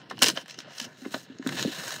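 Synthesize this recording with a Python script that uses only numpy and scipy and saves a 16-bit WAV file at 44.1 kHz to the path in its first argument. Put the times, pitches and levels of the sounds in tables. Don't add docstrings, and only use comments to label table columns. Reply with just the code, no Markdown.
import sys
import numpy as np
from scipy import signal
from scipy.fft import rfft, irfft
from scipy.io import wavfile

SR = 44100
rng = np.random.default_rng(int(sys.argv[2]) if len(sys.argv) > 2 else 0)


def log_audio(samples):
    frames = np.atleast_2d(samples).T
    limited = np.clip(frames, -1, 1)
    pcm = np.round(limited * 32767).astype(np.int16)
    wavfile.write(sys.argv[1], SR, pcm)


N = 88200

# (time [s], low, middle, high and treble drive [dB], decay [ms], rise [ms])
CREASE_SNAPS = [(0.1009, -51, -42, -52.5, -53, 2.5, 1.5), (0.11, -29, -40.5, -64, -56, 4, 0.6),
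                (0.173, -53, -42, -61, -75.9, 0.69, 0.77), (0.1815, -40.5, -44, -61, -69.9, 0.96, 0.92),
                (0.191, -60, -36, -51, -43.5, 1.4, 0.31), (0.2215, -20, -17.5, -23.5, -20.5, 2.7, 1),
                (0.2259, -25, -10.5, -30, -21, 1.3, 0.68), (0.2313, -21, -16.5, -22.5, -17.5, 2.5, 0.18),
                (0.2358, -30, -25, -31, -24, 0.54, 0.31), (0.2388, -31, -22, -33, -21, 0.44, 0.6),
                (0.2425, -33, -14, -26, -24.5, 1.8, 0.9), (0.2608, -55, -22, -31, -44, 2.5, 0.88),
                (0.2675, -33, -23, -22, -32.5, 2, 1.2), (0.272, -30, -17, -37, -44, 0.99, 0.8),
                (0.2765, -35.5, -31, -31, -45, 3, 1.4), (0.2834, -32, -21, -29, -23, 2.7, 0.36),
                (0.2898, -23.5, -22, -31, -30, 2.2, 0.64), (0.2992, -28.5, -27.5, -25.5, -49, 1.9, 0.51),
                (0.365, -38, -39, -49, -64, 2, 1.0), (0.3743, -24.5, -26, -44, -51, 1.26, 0.81),
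                (0.4593, -44.5, -48.5, -65, -60, 1.5, 0.33), (0.4809, -49.5, -46, -57, -52.5, 2.8, 0.78),
                (0.4979, -57, -37.5, -47, -58, 1.3, 0.6), (0.5098, -57, -36, -40.5, -49, 1.4, 1.0),
                (0.543, -48.5, -45, -51, -66.4, 3.1, 0.55), (0.5887, -39.5, -36.5, -41, -50.5, 1.8, 0.82),
                (0.604, -45, -35.5, -47, -53, 1.1, 0.58), (0.784, -45, -38, -36, -55, 1.8, 2.1),
                (0.801, -36, -28.5, -30, -38.5, 1.5, 1.25), (0.8145, -55, -42, -36.5, -51, 2.8, 0.74),
                (0.826, -57, -61, -38, -51, 1.6, 0.85), (1.056, -36.5, -64, -74, -75, 2.8, 2.05),
                (1.142, -26.5, -35, -46.5, -54, 3.7, 0.5), (1.3864, -46.5, -63, -41, -65, 0.28, 0.48),
                (1.4254, -38, -56, -56, -72, 1.7, 0.36), (1.4638, -30, -46, -63, -55, 2.5, 0.49),
                (1.474, -33, -28, -38.5, -33, 0.7, 0.93), (1.491, -26.5, -31, -52, -44, 2.14, 0.25),
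                (1.525, -34.5, -41, -47, -50, 4.1, 1.6), (1.571, -36, -40, -53, -55, 3.3, 0.44),
                (1.5943, -28, -34, -35, -42, 1.1, 0.56), (1.627, -23.5, -27, -23.5, -32, 0.44, 0.12),
                (1.849, -57, -56, -50, -38, 0.99, 0.64), (1.87, -46, -44, -45, -47, 2.5, 0.31),
                (1.881, -31.5, -50, -39, -37.5, 1.4, 1.3), (1.9079, -34, -43, -36, -46, 1, 1.2),
                (1.921, -45, -36.5, -42, -47, 4.1, 1.6), (1.9395, -36, -45, -50, -42.5, 3.7, 0.66),
                (1.9629, -34, -44, -40, -40, 1.1, 0.44)]
# (time [s], low, middle, high and treble drive [dB])
RUSTLE_LEVELS = [(0, -56, -55.5, -58, -82), (0.085, -59.5, -63, -82, -83), (0.105, -82, -56, -60, -64),
                 (0.14, -80, -56.5, -65, -76), (0.188, -84, -59, -58.2, -65), (0.215, -66, -46, -41.5, -51),
                 (0.255, -52, -55, -30.5, -29.5), (0.31, -48.5, -52, -38, -41.5),
                 (0.335, -91, -58, -67, -58), (0.36, -42, -40.5, -41, -50), (0.42, -55, -52, -49.5, -58),
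                 (0.445, -70, -60.5, -74, -78), (0.5, -55.5, -52.5, -47.5, -61),
                 (0.565, -66.5, -59, -61.5, -76), (0.6, -69, -51, -47.5, -57), (0.65, -53, -56.5, -67, -85),
                 (0.72, -54, -51.5, -51, -64), (0.78, -57.5, -48, -46, -50), (0.85, -51, -42.5, -41.5, -52),
                 (0.875, -55, -64, -63, -70.5), (0.96, -58.5, -60, -61, -70.5),
                 (1.0, -59.5, -57, -54.5, -61.5), (1.1, -58, -56, -54.5, -58.5),
                 (1.13, -48.5, -44, -41, -44.5), (1.2, -53.5, -52, -48.5, -53),
                 (1.24, -63, -59, -54, -58.5), (1.27, -58.5, -59.5, -67, -78),
                 (1.41, -62, -62.5, -67.5, -89), (1.46, -53, -54, -50, -57), (1.55, -48, -43.5, -41.5, -46),
                 (1.58, -37.5, -35, -36, -44), (1.62, -41.5, -35.5, -33.5, -40.5),
                 (1.66, -48.5, -40, -43, -49.5), (1.85, -41, -42, -38.5, -43),
                 (1.93, -40.5, -41.5, -37, -42.5), (1.96, -55.5, -47, -44, -48.5),
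                 (2.0, -44, -47, -46, -51)]
# (frequency [Hz], width [Hz], lift [dB])
FAR_PEAKS = [(1610, 1100, 14.5), (2944, 690, 12), (4080, 310, 7.5), (5300, 1200, 10.5), (6170, 560, 5)]
NEAR_PEAKS = [(1663, 830, 14), (2890, 720, 13.5), (3974, 1050, 16), (5380, 1060, 8.5), (6600, 1050, 10),
              (14270, 3700, 6)]
# (frequency [Hz], relative level [dB])
FAR_SLOPE = [(500, 13), (900, 1), (2200, -11.5), (7000, -5.5), (9000, -11), (11000, -20), (16000, -21)]
NEAR_SLOPE = [(500, 4), (900, -8), (2300, -15.5), (8000, -6), (10000, -17.5), (14300, -22.5),
              (16000, -21.5)]
# (time [s], level [dB], starting pitch [Hz], 60 dB decay time [s])
TABLE_THUDS = [(0.114, -34.5, 415, 0.044), (0.202, -38, 325, 0.032), (0.225, -17.5, 283, 0.031),
               (0.242, -22, 495, 0.053), (0.264, -20.5, 460, 0.03), (0.284, -23, 325, 0.069),
               (0.371, -35.5, 298, 0.069), (0.582, -32, 310, 0.026), (0.676, -40, 600, 0.05),
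               (0.812, -37, 240, 0.091), (0.867, -35, 237, 0.035), (1.02, -36, 264, 0.085),
               (1.052, -41, 389, 0.12), (1.061, -19, 298, 0.03), (1.143, -21, 289, 0.029),
               (1.163, -29.5, 586, 0.03), (1.299, -33, 276, 0.071), (1.396, -24, 289, 0.046),
               (1.463, -15.5, 276.3, 0.044), (1.544, -31, 260, 0.046), (1.649, -11.5, 454, 0.018),
               (1.654, -12, 219, 0.027), (1.677, -17, 312, 0.041)]
# (time [s], level [dB])
RUMBLE_LEVELS = [(0, -54), (.08, -53.5), (.25, -39), (.43, -57), (.75, -57.5), (.88, -48), (.96, -60),
                 (1.08, -50.5), (1.27, -56.5), (1.43, -48.5), (1.55, -36.5), (1.75, -51.5), (2, -47)]
# (frequency [Hz], relative level [dB])
RUMBLE_SPECTRUM = [(25, -21), (70, -23.5), (130, 2), (205, -0.5), (370, -5.5), (600, -15.5), (1500, -52)]

BAND_EDGES_HZ = (550, 2200, 4500, 8000, 30000)
SNAP_GRAIN_DB, SNAP_LOW_HZ = 4.5, 880
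FIBRES_PER_S, FIBRE_SPREAD_DB, HISS_DB, CLUMP_DB = 900, 2.5, 4, 1.5
APPROACH_START_S, APPROACH_END_S = 0.838, 0.9
THUD_RISE_S, THUD_SAG, TABLE_LOW_HZ = 0.0012, 0.082, 106
RUMBLE_LUMP_DB = 3
ROOM_DB, ROOM_T60_S, ROOM_HZ = -12.5, 0.1, 5400
MIC_LOW_HZ, MIC_HIGH_HZ = 79, 15760


def crease_snaps():
    lead = 600
    t_ms = np.arange(-lead, 1400) / SR * 1000
    rise_stretch, decay_stretch = np.c_[[2.2, 1, 1, 1]], np.c_[[1.08, 1, 1, 1]]
    drives = np.zeros((4, N + len(t_ms)))
    for time_s, *bands_db, decay_ms, rise_ms in CREASE_SNAPS:
        rise, decay = rise_ms * rise_stretch, max(decay_ms, .3) * decay_stretch
        envelope = 2 / (np.exp(-t_ms / rise) + np.exp(t_ms / decay))
        noise, grain = rng.standard_normal((2, 4, len(t_ms)))
        spray = noise * gain_of(SNAP_GRAIN_DB * grain) * envelope
        spray *= (np.linalg.norm(envelope, axis=1) / np.linalg.norm(spray, axis=1))[:, None]
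        at = round(time_s * SR)
        drives[:, at:at + len(t_ms)] += gain_of(bands_db)[:, None] * spray
    return signal.lfilter(*signal.butter(1, SNAP_LOW_HZ, "high", fs=SR), drives[:, lead:N + lead])


def fibre_rustle():
    size_db = FIBRE_SPREAD_DB * np.minimum(rng.exponential(1, N), 5)
    impulses = gain_of(size_db) * rng.choice([-1, 1], N)
    cracks = unit_rms(impulses * (rng.random(N) < FIBRES_PER_S / SR))
    hiss = gain_of(HISS_DB) * rng.standard_normal(N)
    drive = unit_rms((cracks + hiss) * gain_of(CLUMP_DB * wander(cutoff_hz=77)))
    return np.array([drive * gain_curve(RUSTLE_LEVELS, column) for column in (1, 2, 3, 4)])


def paper_colour(drives):
    hz = np.fft.rfftfreq(4096, 1 / SR) + 1
    near = np.interp(np.arange(N) / SR, [APPROACH_START_S, APPROACH_END_S], [0, 1])
    out = np.zeros(N)
    for share, peaks, slope in (1 - near, FAR_PEAKS, FAR_SLOPE), (near, NEAR_PEAKS, NEAR_SLOPE):
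        lift_db = sum(db / (1 + ((hz - centre) / (width / 2)) ** 2) for centre, width, db in peaks)
        for drive, low, high in zip(drives, BAND_EDGES_HZ, BAND_EDGES_HZ[1:]):
            band_db = -10 * np.log10((1 + (low / hz) ** 10) * (1 + (hz / high) ** 10))
            response = minimum_phase(spectrum_db(slope, hz) + lift_db + band_db)
            out += signal.oaconvolve(drive * np.sqrt(share), response / np.linalg.norm(response))[:N]
    return out


def table_thuds():
    t = np.arange(6000) / SR
    attack = 1 - np.exp(-(t / THUD_RISE_S) ** 2)
    out = np.zeros(N + len(t))
    for time_s, db, hz, t60 in TABLE_THUDS:
        phase = 2 * np.pi * hz * t * (1 - THUD_SAG * t / (t + t60))
        at = round(time_s * SR)
        out[at:at + len(t)] += gain_of(db - 60 * t / t60) * attack * np.sin(phase)
    return signal.sosfilt(signal.butter(4, TABLE_LOW_HZ, "high", fs=SR, output="sos"), out[:N])


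def handling_rumble():
    tone = gain_of(spectrum_db(RUMBLE_SPECTRUM, np.fft.rfftfreq(N, 1 / SR)))
    lumpy_noise = rng.standard_normal(N) * gain_of(RUMBLE_LUMP_DB * wander(cutoff_hz=18))
    rumble = irfft(rfft(lumpy_noise) * tone, N)
    return unit_rms(rumble) * gain_curve(RUMBLE_LEVELS, column=1)


def room_tail(direct):
    taps = np.zeros(SR // 2)
    slots = np.arange(100, len(taps) - 20, 20)
    taps[slots + rng.integers(0, 20, len(slots))] = rng.choice([-1., 1.], len(slots))
    taps = signal.lfilter(*signal.butter(1, ROOM_HZ, fs=SR), taps)
    taps *= gain_of(-60 * np.arange(len(taps)) / SR / ROOM_T60_S)
    return signal.oaconvolve(direct, taps / np.linalg.norm(taps))[:N]


def gain_of(db):
    return 10 ** (np.asarray(db) / 20)


def unit_rms(x):
    return x / np.sqrt(np.mean(x ** 2) + 1e-20)


def gain_curve(table, column):
    rows = np.array(table)
    return gain_of(np.interp(np.arange(N) / SR, rows[:, 0], rows[:, column]))


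def spectrum_db(points, hz):
    points_hz, db = np.transpose(points)
    return np.interp(np.log(hz + 1), np.log(points_hz + 1), db)


def minimum_phase(db):
    log_gain = np.log(gain_of(np.maximum(np.r_[db, db[-2:0:-1]], -100)))
    response = np.exp(np.conj(signal.hilbert(log_gain)))
    return np.fft.ifft(response).real[:len(db)]


def wander(cutoff_hz):
    return unit_rms(signal.lfilter(*signal.butter(2, cutoff_hz, fs=SR), rng.standard_normal(N)))


def scene():
    direct = paper_colour(crease_snaps() + fibre_rustle()) + table_thuds()
    return (direct + gain_of(ROOM_DB) * room_tail(direct) + handling_rumble())[None]


def record(dry):
    thin = signal.sosfilt(signal.butter(2, MIC_LOW_HZ, "high", fs=SR, output="sos"), dry)
    low_pass = signal.firwin(511, MIC_HIGH_HZ, window=("kaiser", 9), fs=SR)
    return signal.oaconvolve(thin, low_pass[None], "same")


dry = scene()
out = record(dry)
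log_audio(out)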